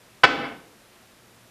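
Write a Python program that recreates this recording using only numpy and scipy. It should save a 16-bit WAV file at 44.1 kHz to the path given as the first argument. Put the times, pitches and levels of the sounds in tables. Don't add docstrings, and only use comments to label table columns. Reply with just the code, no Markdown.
import sys
import numpy as np
from scipy import signal
from scipy.io import wavfile
from scipy.ndimage import uniform_filter1d

SR = 44100
rng = np.random.default_rng(int(sys.argv[2]) if len(sys.argv) > 2 else 0)


def invert_db(x):
    u = np.asarray(x, float) / 20
    return 10 ** u


def inscribe(sig):
    pcm = np.round(np.clip(np.atleast_2d(sig).T, -1, 1) * 32767)
    wavfile.write(sys.argv[1], SR, pcm.astype(np.int16))


N = 66150

# [t/s, force level/dB, contact cut-off f/Hz]
TOUCHES = [(0.2333, -12, 2500), (0.2353, -2, 4000), (0.2393, -4, 6500), (0.2414, -3.5, 4400),
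           (0.2445, -11.5, 3500), (0.2493, -8.5, 3500), (0.2525, -13.5, 3500), (0.288, -12, 2000)]
# [f/Hz, relative level/dB, t60/s]
GLASS_AND_TOP_MODES = [(694, -7.5, 0.058), (826, -8, 0.059), (1040, -2.5, 0.059), (1150, -14, .05),
                       (1249, -10.5, 0.068), (1340.4, -3.5, 0.046), (1415, -8.5, 0.052), (1535, -1, .045),
                       (1791, -9.5, 0.12), (2020, -8, 0.072), (2158, -12, 0.12), (2306, -7.5, 0.043),
                       (2635, -10.5, 0.075), (2946, -8, 0.05), (3423, -11.5, 0.058), (3640, -13, 0.035),
                       (3928, -12.5, 0.043), (4410, -19, 0.1), (4620, -12, 0.059), (5210, -17.5, 0.046),
                       (5835, -32, 0.14), (6500, -29, 0.046), (8400, -42, .08)]
# [f/Hz, relative level/dB, t60/s]
CABINET_MODES = [(56.2, -33.5, 0.45), (108, -22.5, .1), (157, -17, 0.06), (200, -34, .15),
                 (256.5, -20.5, 0.2), (326, -23, 0.23), (390, -24, .08), (435, -19, .15),
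                 (525, -9.5, 0.033), (561, -18.5, 0.25)]
# [f/Hz, relative level/dB, t60/s]
GLASS_WALL_MODES = [(804, -22.5, 0.5), (4608, -30, .3), (1030, -22, .3), (2030, -26, .3), (5230, -35, .3),
                    (5620, -28, 0.39), (5850, -38, .25), (7741, -39, .3), (8500, -43, .25)]
# [t/s, force level/dB]
SETTLE = [(0.405, -62), (0.428, -44), (0.443, -33.5), (0.455, -42), (0.475, -54), (0.54, -62)]
# [f/Hz, t60/s, relative level/dB]
KITCHEN = [(60, .6, -8.5), (149, 0.69, -4.5), (308, 0.68, 1), (600, 0.55, -4.5), (1200, 0.44, -6),
           (2500, .44, -5), (5000, 0.38, -6.5), (9000, 0.28, -7), (14400, 0.085, -19)]
# [t/s, level/dB]
SLEEVE = [(0.0, -75), (0.09, -64), (0.2, -66), (0.5, -75), (0.85, -70), (0.97, -61), (1.06, -68),
          (1.3, -75), (1.5, -70)]
# [f/Hz, mean rms level/dB]
HUM = [(118.4, -68), (242.2, -79.5), (360.7, -71.5)]
# [f/Hz, relative level per Hz/dB]
HISS = [(15, -49), (25, -12), (90, -13), (103, -4.5), (124, -20), (149, -10), (194, -4), (331, -12),
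        (443, -7), (862, -12.5), (1590, -13), (14500, -25)]

RING_DB = -5
CRACK_DB, CRACK_DECAY_S, CRACK_LOW_HZ, CRACK_HIGH_HZ = -29, 0.003, 5050, 9740
THUD_DB, THUD_DECAY_S, THUD_LOW_HZ, THUD_HIGH_HZ = -9.5, 0.0091, 300, 4000
SLIPS_PER_S, SLIP_CUT_HZ = 3000, 2800
PUSH_DB, PUSH_CUT_HZ = 18, 200
RING_ECHO_DB, THUD_ECHO_DB = -2.5, 4.5
FIRST_ECHO_S, ECHO_BUILD_S = 0.0045, 0.006
HUM_WAVER_DB = 1.5
HISS_DB, HISS_TOP_HZ = -55, 14560
MIC_LOW_HZ, OVERLOAD = 44, 1.6
LIMIT_DB, CUT_DB_PER_DB_OVER = -21, 0.62
REACT_S, SMOOTH_S, RECOVER_DB_PER_S = 0.02, 0.0023, 64.5


def soften(x, cut_hz):
    sos = signal.butter(2, np.clip(cut_hz, 50, .45 * SR), fs=SR, output="sos")
    return signal.sosfilt(sos, x)


def noise_band(low_hz, high_hz, order=1):
    sos = signal.butter(order, [low_hz, high_hz], "band", fs=SR, output="sos")
    return signal.sosfilt(sos, rng.standard_normal(N))


def ring(force, modes):
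    out = 0
    for k, (hz, level_db, t60) in enumerate(modes):
        radius = invert_db(-60 / (t60 * SR))
        angle = 2 * np.pi * hz / SR
        poles = [1, -2 * radius * np.cos(angle), radius * radius]
        mode = signal.lfilter([0, np.sin(angle)], poles, force + 1e-18)
        out = out + (-1) ** k * invert_db(level_db) * mode
    return out


def landing_force():
    force = np.zeros(N)
    for start_s, force_db, cut_hz in TOUCHES:
        impulse = np.zeros(N)
        impulse[int(start_s * SR)] = 1
        force += invert_db(force_db) * soften(impulse, cut_hz)
    return force


def landing_crack():
    t, level = np.arange(N) / SR, np.zeros(N)
    for start_s, force_db, cut_hz in TOUCHES:
        decay = (t >= start_s) * np.exp(-np.abs(t - start_s) / CRACK_DECAY_S)
        level += invert_db(force_db) * (cut_hz / CRACK_LOW_HZ) ** 2 * decay
    return invert_db(CRACK_DB) * level * soften(noise_band(CRACK_LOW_HZ, CRACK_HIGH_HZ), 15000.0)


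def settling_slips():
    s, level_db = np.transpose(SETTLE)
    envelope = invert_db(np.interp(np.arange(N) / SR, s, level_db, -120, -120))
    return (rng.random(N) < SLIPS_PER_S / SR) * rng.standard_normal(N) * envelope


def board_thud(force):
    signs = rng.choice([-1, 1], N // 64 + 1)[np.arange(N) // 64]
    noise = soften(noise_band(THUD_LOW_HZ, THUD_HIGH_HZ), 5500.0)
    response = noise * np.exp(-np.arange(N) / SR / THUD_DECAY_S)
    return invert_db(THUD_DB) * signal.fftconvolve(force * signs, response)[:N]


def tumbler():
    slips = settling_slips()
    force = landing_force() + soften(slips, SLIP_CUT_HZ)
    thuds = [board_thud(force) for _ in range(4)]
    push = invert_db(PUSH_DB) * soften(soften(slips, PUSH_CUT_HZ), PUSH_CUT_HZ)
    modes = ring(force, CABINET_MODES + GLASS_AND_TOP_MODES + GLASS_WALL_MODES)
    return invert_db(RING_DB) * modes + landing_crack() + push, thuds


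def table(rows, hz, column):
    rows = np.array(rows)
    return np.interp(np.log(hz), np.log(rows[:, 0]), rows[:, column])


def bands(count):
    edges = 22 * 2 ** (np.arange(count + 1) / 2)
    white = rng.standard_normal((2, N))
    for k, (low, high) in enumerate(zip(edges, edges[1:])):
        sos = signal.butter(2, [low, high], "band", fs=SR, output="sos")
        yield np.sqrt(low * high), signal.sosfilt(sos, white[k % 2])


def kitchen(x):
    t = np.maximum(np.arange(N) / SR - FIRST_ECHO_S, 0)
    echoes = 0
    for hz, noise in bands(count=19):
        level_db = table(KITCHEN, hz, 2) - 60 * t / table(KITCHEN, hz, 1)
        echoes = echoes + noise * invert_db(level_db)
    swell = 1 - np.exp(-t / ECHO_BUILD_S)
    return signal.fftconvolve(x, echoes * swell / np.sqrt(SR / 100))[:N]


def sleeve():
    s, level_db = np.transpose(SLEEVE)
    cloth = noise_band(400.0, 3000.0, order=3)
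    return invert_db(np.interp(np.arange(N) / SR, s, level_db)) * cloth / cloth.std()


def mains_hum():
    t, hum = np.arange(N) / SR, 0
    for hz, level_db in HUM:
        waver = np.interp(t, np.arange(14) / 8, rng.standard_normal(14))
        level = np.sqrt(2) * invert_db(level_db + HUM_WAVER_DB * waver)
        hum = hum + level * np.sin(2 * np.pi * (hz * t + rng.random()))
    return hum


def converter_hiss():
    noise = sum(v * invert_db(table(HISS, hz, 1)) for hz, v in bands(count=19))
    noise = signal.sosfilt(signal.cheby2(16, 40, HISS_TOP_HZ, fs=SR, output="sos"), noise)
    return invert_db(HISS_DB) * noise / noise.std()


def gain_control(x):
    t = np.arange(N) / SR
    level_db = 10 * np.log10(uniform_filter1d(x ** 2, size=220) + 1e-12)
    wanted_db = CUT_DB_PER_DB_OVER * np.maximum(level_db - LIMIT_DB, 0)
    climb_db = RECOVER_DB_PER_S * t
    cut_db = np.maximum.accumulate(wanted_db + climb_db) - climb_db
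    late_cut_db = np.interp(t - REACT_S, t, cut_db)
    r = np.exp(-1 / (SMOOTH_S * SR))
    return x * invert_db(-signal.lfilter([1 - r], [1, -r], late_cut_db))


def scene():
    modes, thuds = tumbler()
    direct = modes + thuds[0]
    echoes = invert_db(RING_ECHO_DB) * kitchen(direct)
    echoes = echoes + invert_db(THUD_ECHO_DB) * sum(kitchen(v) for v in thuds[1:])
    return (direct + echoes + sleeve() + mains_hum())[None]


def top_cut(x):
    return signal.sosfilt(signal.butter(12, 15610, fs=SR, output="sos"), x)


def record(dry):
    mic = signal.sosfilt(signal.butter(2, MIC_LOW_HZ, "high", fs=SR, output="sos"), dry[0])
    levelled = gain_control(mic)
    rounded = OVERLOAD * np.tanh(levelled / OVERLOAD)
    mix = (rounded + converter_hiss())[None]
    return top_cut(mix)


dry = scene()
out = record(dry)
inscribe(out)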